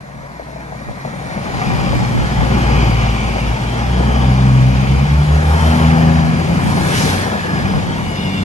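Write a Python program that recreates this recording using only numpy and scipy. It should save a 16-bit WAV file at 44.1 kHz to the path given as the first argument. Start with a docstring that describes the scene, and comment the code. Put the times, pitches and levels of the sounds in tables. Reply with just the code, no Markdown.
"""A train pulls along a platform: thumps as it nears, then engines, machinery and singing bogies swell past in
turn over the roar of rolling. The later engines rev up under load, and gusts rumble in the microphone.
Flat wheels and loose steel are ringing blows, each car's diesel engine is a set of tones tied to its shaft,
and rolling, air and wind are shaped noise. The small microphone has two ports, close to the train."""
import sys
import numpy as np
from scipy import signal
from scipy.fft import rfft, irfft
from scipy.io import wavfile

SR = 44100
rng = np.random.default_rng(int(sys.argv[2]) if len(sys.argv) > 2 else 0)


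def persist_wave(psi):
    """Save psi, clipped to +-1, as 16-bit WAV."""
    counts = np.round(np.clip(psi, -1, 1) * 32767).astype(np.int16)
    wavfile.write(sys.argv[1], SR, np.atleast_2d(counts).T)


N = 372204
TIME, FREQS = np.arange(N) / SR, np.fft.rfftfreq(N, 1 / SR)
SPEED = 15  # m/s

# bogies (wheel sets) going by: t/s, rumble level/dB, roar level/dB, wheel ring level/dB, f/Hz of the favoured mode
BOGIES = [(1.839, -23, -26, -31.5, 780), (2.682, -18, -21.5, -30, 780), (2.921, -40, -30, -29, 2760),
          (3.301, -28, -46, -31, 2290), (4.2, -19.5, -24, -29, 780), (4.849, -25, -35, -30.5, 2260),
          (5.98, -23, -22, -28, 831), (6.549, -19, -33, -32.5, 2290), (7.0, -23, -22, -43, 780),
          (7.75, -22.5, -31.5, -41, 2340), (8.401, -31, -35, -40, 2250)]
# what a thumping wheel rings: f/Hz, time to fall 60 dB/s, relative level/dB
THUMP_MODES = [(520, .055, -2), (615, .06, 0), (715, .05, -.5), (835, .04, -3), (1010, .03, -9)]


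def gain_of(db):
    """Turns decibels into an amplitude factor."""
    return 10 ** (np.asarray(db) / 20)


def evened(x):
    """Scales a signal to rms 1."""
    return x / np.sqrt(np.mean(x ** 2) + 1e-20)


def read(points, hz):
    """Reads a table at any frequency, joining its points on a log-frequency axis."""
    f, value = np.transpose(points)
    return np.interp(np.log(hz + 1), np.log(f + 1), value)


def noise(gain):
    """Noise of rms 1 with the given gain at each frequency."""
    spectrum = rng.standard_normal(len(FREQS)) + 1j * rng.standard_normal(len(FREQS))
    return evened(irfft(gain * spectrum, N))


def wander(per_s):
    """An irregular drift of rms 1: twenty sines, the fastest at per_s hertz."""
    t = TIME[::128]
    rates = per_s * np.geomspace(1 / 10, 1, 20)
    slow = sum(np.sin(2 * np.pi * (f * t + rng.random())) / f ** 0.14 for f in rates)
    return np.interp(TIME, t, evened(slow))


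def ringing(modes):
    """Gain at each frequency of a set of resonances (f/Hz, width/Hz, level/dB)."""
    power = sum(gain_of(db) ** 2 / width / (1 + ((FREQS - hz) / width) ** 2) ** 2 for hz, width, db in modes)
    return np.sqrt(power)


def heard(s, fade=0.18):
    """Fades a source in before its first time and out after its last (fade in seconds)."""
    return np.clip(np.minimum(TIME - s[0], s[-1] - TIME) / fade + 1, 0, 1)


def swell(s, half_s, fall):
    """Gain of something going by at time s, falling with a power of its distance."""
    return np.hypot(1, (TIME - s) / half_s) ** -fall


def plateau(s, half_s, steep=6):
    """Gain that holds around time s and drops quickly on either side."""
    return (1 + abs((TIME - s) / half_s) ** steep) ** -.5


def pass_by(sound, s, metres):
    """A source going past: its pitch falls as the delay turns round; the platform edge hides it from afar."""
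    distance = np.hypot(metres, SPEED * (TIME - s))
    arriving = np.interp(TIME - distance / 343, TIME, sound, left=0)  # sound travels 343 m/s
    return arriving * (metres / distance) ** 4


def blows(events, modes, rise_s, rebound_db, rebound_s=.024):
    """Each blow rings slightly detuned modes, and the part lands again just after."""
    t, out = np.arange(SR // 8) / SR, np.zeros(N)
    for s, db in events:
        for delay, drop_db in ((0, 0), (rebound_s, rebound_db)):
            ring = np.zeros(len(t))
            for hz, t60, mode_db in modes:
                phase = 2 * np.pi * (hz * rng.uniform(0.91, 1.05) * t + 0.34 * rng.random())
                ring += gain_of(mode_db - 60 * t / t60) * np.sin(phase)
            ring *= 1 - np.exp(-(t / rise_s) ** 2)
            part = out[round((s + delay) * SR):][:len(t)]  # a view: adding to it adds to out
            part += (gain_of(db + drop_db) * ring / abs(ring).max())[:len(part)]
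    return out


def approaching(ahead, alongside, nose_s=1.43, blend_s=0.4):
    """Noise whose colour changes as the nose of the train draws level."""
    near = (1 + np.tanh((TIME - nose_s) / blend_s)) / 2
    near_noise = noise(gain_of(read(alongside, FREQS)))
    far_noise = noise(gain_of(read(ahead, FREQS)))
    return np.sqrt(near) * near_noise + np.sqrt(1 - near) * far_noise


def patchy(x, depth_db, patch_hz, patch_s):
    """Small resonances and reflections come and go as the cars slide by."""
    hz, t, z = signal.stft(x, SR, nperseg=2048)
    widths = (patch_hz / hz[1], patch_s / t[1])
    bumps = [signal.windows.hann(2 * max(round(width), 1) + 1) for width in widths]
    field = evened(signal.fftconvolve(rng.standard_normal(z.shape), np.outer(*bumps), "same"))
    return signal.istft(z * evened(gain_of(depth_db * field)), SR, nperseg=2048)[1][:N]


def loudness(nose_s=1.645, reach_m=5.9, bogie_half_s=0.28, bogie_fall=1.65, burst_fall=1.67):
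    """Gains of rumble, roar, rail hiss and air: each grows as the train nears; passing parts add swells."""
    # swells of machinery roar and rushing air, the last four rows together one burst:
    # t/s, half length/s, roar level/dB, metallic hiss level/dB, air level/dB
    bursts = [(2.65, 0.57, -41, -31.5, -44), (4.075, 0.079, -28.5, -52, -58),
              (5.67, 0.2, -19.5, -30.5, -32), (6.697, 0.089, -28, -48, -32.5),
              (6.982, 0.11, -39, -24.5, -22.5), (7.11, 0.067, -36, -26.5, -26),
              (7.216, 0.043, -28, -25.5, -35)]
    ahead = 1 + SPEED * np.maximum(nose_s - TIME, 0) / reach_m  # the first wheels draw level at nose_s
    # steady part: level alongside in dB, and the power of distance by which it falls ahead
    rumble = gain_of(-25) * ahead ** -1.0
    roar = gain_of(-25.5) * ahead ** -0.79
    rail = gain_of(-30.5) * ahead ** -1.43
    air = gain_of(-39.5) * ahead ** -0.85
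    second_unit = np.clip((TIME - 7.9) / 0.14, 0, 1)  # the second unit rolls more quietly
    roar = roar * gain_of(-2.5 * second_unit)
    rail = rail * gain_of(-0.5 * second_unit)
    for s, rumble_db, roar_db, _, _ in BOGIES:
        near = swell(s, bogie_half_s, bogie_fall)
        rumble = np.hypot(rumble, gain_of(rumble_db) * near)
        roar = np.hypot(roar, gain_of(roar_db) * near)
    for s, half_s, roar_db, rail_db, air_db in bursts:
        near = swell(s, half_s, burst_fall)
        roar = np.hypot(roar, gain_of(roar_db) * near)
        rail = np.hypot(rail, gain_of(rail_db) * near)
        air = np.hypot(air, gain_of(air_db) * near)
    return rumble, roar, rail, air


def rolling(gains, rumble_flutter_db=0.7, roar_flutter_db=1.1, rail_flutter_db=0.9, air_flutter_db=0.77):
    """Rough wheels on rough rail shake the underframe and the track; rushing air hisses along with them."""
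    # underframe rumble, ahead and alongside: f/Hz, relative level/dB per Hz
    rumble_far = [(15, -40), (42, -14), (62, -9), (95, -6), (140, 3.5), (200, 5.5), (250, -2), (290, -6.5),
                  (380, -11), (600, -54)]
    rumble_near = [(15, -36), (28, -28), (42, -4), (70, -2), (100, -2.5), (150, 1.5), (210, 2), (250, -1.5),
                   (290, -12.5), (380, -9.5), (600, -65)]
    # rolling roar, ahead and alongside: f/Hz, relative level/dB per Hz
    roar_far = [(150, -11), (230, -6.5), (300, -10), (400, -8), (550, 0.5), (790, -3), (1000, -3.5),
                (1350, -9), (1900, -6), (2800, -25), (5000, -50)]
    roar_near = [(150, -16), (310, -1), (420, -0.5), (520, 1), (640, -1.5), (790, 0.5), (1000, -2.5),
                 (1350, -7), (1900, -12), (2800, -35), (5000, -63)]
    # hiss of the rails, ahead and alongside: f/Hz, relative level/dB per Hz
    rail_far = [(900, -14), (1600, 0), (2000, 7), (2400, 4.5), (2900, -21), (3500, -4), (4100, -1),
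                (5000, -8), (6500, -7), (8000, -18), (13000, -40)]
    rail_near = [(900, -19), (1600, 2.5), (2300, 0), (2750, -5), (3200, -4), (3900, -8), (5000, -11),
                 (6500, -15), (8000, -20), (13000, -50)]
    # rushing air: f/Hz, relative level/dB per Hz
    air_colour = [(800, 6.5), (2000, 7), (3200, 6), (4500, 5), (6300, 1), (8000, 0), (9700, -1),
                  (11500, -1.5), (13000, -16), (15500, -19)]
    rumble = gains[0] * gain_of(rumble_flutter_db * wander(25)) * approaching(rumble_far, rumble_near)
    roar = gains[1] * gain_of(roar_flutter_db * wander(40)) * approaching(roar_far, roar_near)
    rail = gains[2] * gain_of(rail_flutter_db * wander(35)) * approaching(rail_far, rail_near)
    air = gains[3] * gain_of(air_flutter_db * wander(60)) * noise(gain_of(read(air_colour, FREQS)))
    hiss = patchy(rail + air, depth_db=2.2, patch_hz=130, patch_s=.06)
    return rumble + hiss + patchy(roar, depth_db=2.0, patch_hz=70, patch_s=0.13)


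def engine(revs, row, waver_db=1.0, uneven_db=-26, fourth_db=-5, silencer_hz=255):
    """Six cylinders fire three times a shaft turn; unequal cylinders add the orders in between."""
    s, double_db, early_db, triple_db, triple_s, fifth_db, seventh_db = row
    times, rates, levels = np.transpose(revs)
    on = heard(times) > 0
    shaft_hz = np.interp(TIME[on], times, rates) / 3
    turns = np.cumsum(shaft_hz) / SR

    def tone(order, gain):
        """A wavering tone at a whole multiple (order) of the shaft rate."""
        level = np.sqrt(2) * (gain * gain_of(waver_db * wander(8)))[on]
        return level * np.cos(2 * np.pi * (order * turns + rng.random()))

    def silenced(order):
        """The silencer holds back a tone above its limit."""
        return (1 + (order * shaft_hz / silencer_hz) ** 12) ** -.5

    firing = gain_of(np.interp(TIME, times, levels))
    # the double of the firing tone has a second lobe ahead of the exhaust
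    main_lobe = gain_of(double_db) * swell(s, 0.24, 1.74)
    early_lobe = gain_of(early_db) * swell(s - 0.77, 0.35, 2.95)
    double = np.hypot(main_lobe, early_lobe)
    triple = gain_of(triple_db) * plateau(s, triple_s)
    shaft = swell(s, 0.18, 0.96)
    uneven = gain_of(uneven_db) * np.sqrt(firing * double)
    strong = {3: firing, 5: gain_of(fifth_db) * shaft, 6: double, 7: gain_of(seventh_db) * shaft, 9: triple}
    weak = {4: uneven, 8: uneven, 10: uneven, 11: uneven, 12: gain_of(fourth_db) * triple}
    out = np.zeros(N)
    out[on] = sum(tone(k, g) for k, g in strong.items())
    out[on] += sum(silenced(k) * tone(k, g) for k, g in weak.items())
    return out * heard(times)


def engines(beside_s=0.31, late_s=0.1, fall=2.3):
    """The exhaust notes of five cars, split into sound from along the track and sound from the side."""
    # one list per car, firing tone as heard, revving up and dropping as it goes by: t/s, f/Hz, level/dB
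    rev_curves = [
        [(0.0, 59.9, -50), (.6, 59.8, -35.5), (1.0, 59.77, -44), (1.8, 59.8, -35.5), (2.4, 59.56, -20),
         (2.8, 58, -14.5), (3.15, 55.7, -20.5), (3.6, 54.8, -23)],
        [(3.3, 59.5, -34), (3.6, 59.4, -28), (3.95, 60.76, -18.5), (4.25, 63.47, -14), (4.42, 64.27, -17),
         (4.68, 63.95, -19), (5.1, 67.44, -16.5), (5.5, 71.56, -21), (5.8, 75.8, -21)],
        [(4.72, 68.16, -25), (4.92, 70.4, -23), (5.15, 73.37, -18.5), (5.55, 78.4, -11.5), (5.8, 80.53, -16.5),
         (6.0, 81.04, -18.5), (6.19, 80.8, -16.5), (6.27, 80.5, -29), (6.45, 80.6, -29)],
        [(6.4, 85.2, -27), (6.75, 88.35, -22), (6.97, 91.8, -30), (7.15, 93.2, -19.5), (7.3, 92.2, -29.5),
         (8.44, 85.6, -41)],
        [(7.6, 96.5, -34), (8.06, 96.3, -33.5), (8.44, 95.4, -25)],
    ]
    # each engine going by: t/s abreast, level/dB of the firing tone's double, level/dB of the double's early lobe,
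    # level/dB of its triple, half length/s of the triple, level/dB of the 5th shaft order, level/dB of the 7th
    passings = [(2.83, -16, -23, -36, 0.56, -31, -18), (4.54, -8.5, -22.5, -20, 0.35, -37, -31),
                (5.98, -11.5, -14, -18.5, 0.27, -22.5, -30), (6.75, -21.5, -30, -33.5, 0.55, -20, -33.5),
                (8.45, -23, -26, -31.5, 0.28, -25.5, -50)]
    notes = np.array([engine(revs, row) for revs, row in zip(rev_curves, passings)])
    beside = np.array([swell(row[0] + late_s, beside_s, fall) for row in passings])
    return (notes * (1 - beside)).sum(0), (notes * beside).sum(0)


def wheel_flats(first_s=.069, turn_s=.1634, second_s=.086, second_db=-9):
    """A flat on a wheel knocks once a turn until it has gone by; a smaller flat on another wheel follows."""
    # the knock as it nears: t/s, peak level/dB
    flat_levels = [(.07, -29), (0.23, -24), (0.39, -17), (.56, -18), (.72, -16.5), (0.88, -16),
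                   (1.05, -12.5), (1.21, -15.5), (1.4, -14.5), (1.55, -19)]
    times, levels = np.transpose(flat_levels)
    knock_times = np.arange(first_s, times[-1] + turn_s / 2, turn_s)
    flat = [(s, np.interp(s, times, levels)) for s in knock_times]
    second = [(s + second_s, db + second_db) for s, db in flat]
    return blows(flat + second, THUMP_MODES, rise_s=.0009, rebound_db=-7)


def buffeting(fall=3.0, lumpy_db=2.5, likeness=-0.75):
    """Gusts dragged along by the train rumble in the two ports, mostly pushing on one while pulling on the other."""
    # gusts from the nose, the gaps between cars and the coupled cabs: t/s, half length/s, level/dB
    gusts = [(.2, .13, -41), (0.896, 0.041, -30), (1.318, 0.11, -34), (1.56, 0.048, -27),
             (1.724, 0.12, -20), (1.93, 0.24, -17), (2.192, 0.074, -14.5), (2.41, 0.05, -18),
             (3.47, .07, -30), (4.95, 0.25, -27), (6.27, 0.1, -21), (6.703, 0.11, -19), (7.05, 0.065, -27),
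             (7.63, 0.087, -23), (7.831, .14, -21), (8.029, .04, -27)]
    # colour of the wind rumble: f/Hz, relative level/dB per Hz
    wind_colour = [(15, -25), (33, -13), (62, 4.5), (100, -1), (190, -5.5), (260, -7), (400, -16),
                   (900, -55)]
    force = np.sqrt(sum((gain_of(db) * swell(s, half_s, fall)) ** 2 for s, half_s, db in gusts))
    wind = gain_of(read(wind_colour, FREQS))
    both = np.sqrt((1 + likeness) / 2) * noise(wind)
    opposed = np.sqrt((1 - likeness) / 2) * noise(wind)
    lumps = evened(gain_of(lumpy_db * wander(35)))
    return force * lumps * np.array([both + opposed, both - opposed])


def rattle(hits_per_s=110, spread_db=3.0, ring_s=0.024, fall=2.35):
    """Loose running gear chatters at random: many small hits of unequal size, each a short burst of noise."""
    # spells of rattling: t/s, half length/s, level/dB
    spells = [(.85, 0.55, -49), (1.82, .22, -31), (2.855, 0.27, -29), (5.9, .3, -30.5), (7.58, .15, -37)]
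    # colour of the rattle: f/Hz, relative level/dB per Hz
    rattle_colour = [(250, -30), (520, -6), (800, 5), (1150, 4), (1500, -1), (2300, 3), (3100, -10.5),
                     (4200, -12), (8000, -53)]
    sizes = gain_of(spread_db * np.minimum(rng.exponential(1, N), 3))
    hits = (rng.random(N) < hits_per_s / SR) * sizes
    keep = float(gain_of(-120 / (ring_s * SR)))  # the power falls 60 dB in ring_s
    power = signal.lfilter([1], [1, -keep], hits ** 2)
    near = np.sqrt(sum((gain_of(db) * swell(s, half_s, fall)) ** 2 for s, half_s, db in spells))
    return near * evened(np.sqrt(power)) * noise(gain_of(read(rattle_colour, FREQS)))


def clunks():
    """The running gear answers uneven track with dull clunks."""
    # clunks: t/s, peak level/dB
    clunk_events = [(1.052, -17), (1.358, -18), (4.003, -10.5), (6.747, -6.5), (6.913, -19), (7.044, -10),
                    (7.646, -13)]
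    # what they ring: f/Hz, time to fall 60 dB/s, relative level/dB
    clunk_modes = [(111, 0.054, -13.5), (158, 0.04, 6), (216, 0.083, -1), (345, 0.028, 1)]
    return blows(clunk_events, clunk_modes, rise_s=0.0045, rebound_db=-16)


def squeals(waver=0.00388):
    """Slipping wheels sing briefly on one mode each: grainy, unsteady notes that sink as the wheel goes by."""
    # singing wheels: t/s, half length/s, middle f/Hz, width/Hz (fastest wavering of the note),
    # relative level/dB, pitch glide (share above the middle f at first and below it at last)
    songs = [(1.331, 0.23, 9530, 201, -53.5, .01), (1.422, 0.156, 2250, 89.7, -38.5, .013),
             (1.77, .22, 4870, 139.7, -42, .013), (1.846, 0.143, 2385, 160, -34, .02),
             (2.814, .035, 2435, 128.7, -27, .01), (2.82, 0.128, 4820, 160, -38.5, .013),
             (3.269, .25, 2317, 120.5, -33.5, .013), (4.171, 0.119, 3080, 198, -35, .02),
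             (5.74, 0.153, 3052, 258.6, -34, .02), (6.303, .31, 4754, 129.7, -48, .013),
             (7.634, .14, 4960, 151, -39.5, .013), (7.658, 0.134, 2930, 110.3, -41, .013),
             (8.296, 0.173, 4970, 109.8, -41, .006), (8.218, .18, 2170, 60, -33.5, .025),
             (8.362, .08, 2310, 70, -36, .01)]
    out = np.zeros(N)
    for s, half_s, hz, width_hz, db, glide in songs:
        pitch = hz * (1 - glide * np.tanh((TIME - s) / half_s) + waver * wander(14))
        angle = 2 * np.pi * np.cumsum(pitch) / SR
        note = wander(width_hz) * np.sin(angle) + wander(width_hz) * np.cos(angle)
        out += gain_of(db) * plateau(s, half_s) * note / np.sqrt(2)
    return out


def clanks():
    """Steel strikes steel as the cabs and car ends go by; each blow has its own brightness."""
    # blows of wheels and couplings: t/s, peak level/dB, brightness/dB per octave
    clank_events = [(1.614, -10, -1), (1.699, -11.5, -1), (2.045, -17, 4), (3.02, -13, 1), (7.555, -14, -2),
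                    (7.575, -13, 0), (7.652, -12, 3), (7.735, -16, -2), (8.063, -19, 1)]
    # what they ring: f/Hz, time to fall 60 dB/s, relative level/dB
    clank_modes = [(787, 0.13, 0), (1015, 0.07, -7), (1156, .09, -2), (1760, .07, -5), (2100, .08, -6),
                   (2480, 0.094, -8.5), (2930, 0.075, -15)]
    out = np.zeros(N)
    for s, db, bright in clank_events:
        modes = [(hz, t60, mode_db + bright * np.log2(hz)) for hz, t60, mode_db in clank_modes]
        out += blows([(s, db)], modes, rise_s=0.0015, rebound_db=-13.5, rebound_s=.013)
    return out


def wheel(favourite_hz, favour_db=6):
    """A ringing wheel, with the modes near one pitch standing out."""
    # resonances of a wheel: f/Hz, width/Hz, relative level/dB
    wheel_modes = [(786, 24, 3), (1158, 53, -2), (2320, 270, 1.5), (2940, 250, -1), (4760, 70, -6),
                   (5400, 220, -10.5), (6510, 88, -10)]
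    favoured = []
    for hz, width, db in wheel_modes:
        closeness = np.exp(-(5 * np.log(hz / favourite_hz)) ** 2)
        favoured.append((hz, width, db + favour_db * closeness))
    return noise(ringing(favoured))


def singing_bogies():
    """The ringing wheels of each bogie slide past one by one."""
    return sum(gain_of(db) * pass_by(wheel(hz), s, metres=8) for s, _, _, db, hz in BOGIES)


def rail_knocks():
    """Wheels knock singly on the rail, with the same ring as the flats."""
    # knocks: t/s, peak level/dB
    knock_events = [(1.93, -13), (1.991, -15), (3.359, -10), (4.0, -13)]
    return blows(knock_events, THUMP_MODES, rise_s=.0009, rebound_db=-7)


def cooling_fans():
    """Cooling fans slide past one by one, each a narrow band of noise."""
    # fans passing the microphone: t/s, level/dB
    fan_passes = [(2.35, -35), (4.0, -34), (5.498, -33), (6.1, -30.5), (6.901, -30), (7.42, -28)]
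    # resonance of a fan: f/Hz, width/Hz, relative level/dB
    fan_modes = [(1717, 85, 0)]
    fan = ringing(fan_modes)
    return sum(gain_of(db) * pass_by(noise(fan), s, metres=7) for s, db in fan_passes)


def vent(fall=3.1):
    """A narrow jet of air hisses as it sweeps across the microphone."""
    # the jet going by: t/s, half length/s, f/Hz, width/Hz, level/dB
    jet = (7.01, .09, 5400, 1400, -28)
    s, half_s, hz, width_hz, db = jet
    return gain_of(db) * swell(s, half_s, fall) * noise(ringing([(hz, width_hz, 0)]))


def machinery(sink=.023, waver=.0075, flutter_db=2.6):
    """The second unit's machinery whines: rough tones that tremble and sink as their source draws level."""
    # whines: t/s when loudest, half length/s, middle f/Hz, level/dB
    whine_tones = [(8.3, .18, 2835, -34), (8.35, .16, 3540, -38)]
    out = np.zeros(N)
    for s, half_s, hz, db in whine_tones:
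        level = np.sqrt(2) * gain_of(db + flutter_db * wander(45)) * plateau(s, half_s)
        pitch = hz * (1 - sink * np.tanh((TIME - s) / half_s) + waver * wander(90))
        out += level * np.sin(2 * np.pi * np.cumsum(pitch) / SR)
    return out


def platform(x, t60=0.63):
    """Scattered echoes between the car sides, the platform and the fence."""
    t = np.arange(SR // 2) / SR
    tail = rng.standard_normal(len(t)) * gain_of(-60 * t / t60)
    return signal.fftconvolve(x, tail / np.linalg.norm(tail))[:N]


def ports(direct, diffuse):
    """The microphone body delays and shades one port; part of the noise reaches each port unrelated."""
    # how far the left port leads: f/Hz, phase/radians
    lead = [(30, 0.3), (130, 0.41), (270, 0.58), (360, 1.55), (520, 1.9), (860, 1.42), (1200, 1.92),
            (1890, 3.07), (2400, 5.05), (3000, 5.94), (4000, 9.07), (5700, 12.95), (6460, 11.6),
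            (7750, 15.36), (10400, 11.6)]
    # left port against right: f/Hz, level difference/dB
    tilt = [(130, 1.4), (320, -0.5), (480, 6.5), (700, 9.5), (1000, 5), (1400, -0.5), (1950, -2),
            (3000, 1.5), (4500, 2.5), (7000, 0.5), (8700, -1.5), (9700, -7.5), (11000, 0)]
    # how alike the noise is in the two ports: f/Hz, likeness (0 to 1)
    alike = [(150, .9), (260, .86), (370, .74), (500, .84), (700, .68), (1700, .86), (2100, .68),
             (3200, .64), (4200, .33), (12000, .33)]
    same = np.clip(read(alike, FREQS), 0, 1)
    shared = rfft(direct) + np.sqrt((1 + same) / 2) * rfft(diffuse[0])
    apart = np.sqrt((1 - same) / 2) * rfft(diffuse[1])
    ratio = gain_of(read(tilt, FREQS))
    left = (shared + apart) * ratio
    right = (shared - apart) * np.exp(-1j * read(lead, FREQS))
    return irfft(np.array([left, right]) * np.sqrt(2 / (1 + ratio ** 2)), N)


def scene():
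    """Blows, squeals and engines beside us come directly and by echoes; noise comes from all along the train."""
    along, beside = engines()
    gains = loudness()
    thumps = wheel_flats() + clunks() + rail_knocks()
    direct = beside + thumps + clanks() + rattle() + squeals() + machinery()
    echoes = gain_of(-9) * platform(direct)
    # two independent draws of the noise, for the shared and the unrelated part
    one, other = (rolling(gains) + cooling_fans() + singing_bogies() + vent() for _ in range(2))
    return along + ports(direct, [one, other + echoes]) + buffeting()


def record(dry, knee=.7, edge_s=.008, top_hz=15400):
    """The loudest peaks are rounded off and the two ends fade quickly; then the band limit."""
    over = np.maximum(abs(dry) - knee, 0)
    held = np.sign(dry) * (abs(dry) - over + (1 - knee) * np.tanh(over / (1 - knee)))
    held = held * np.clip(np.minimum(TIME, TIME[-1] - TIME) / edge_s, 0, 1) ** 2
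    low_pass = signal.firwin(511, top_hz, window=("kaiser", 9), fs=SR)
    return signal.oaconvolve(held, low_pass[None], "same")


dry = scene()
out = record(dry)
persist_wave(out)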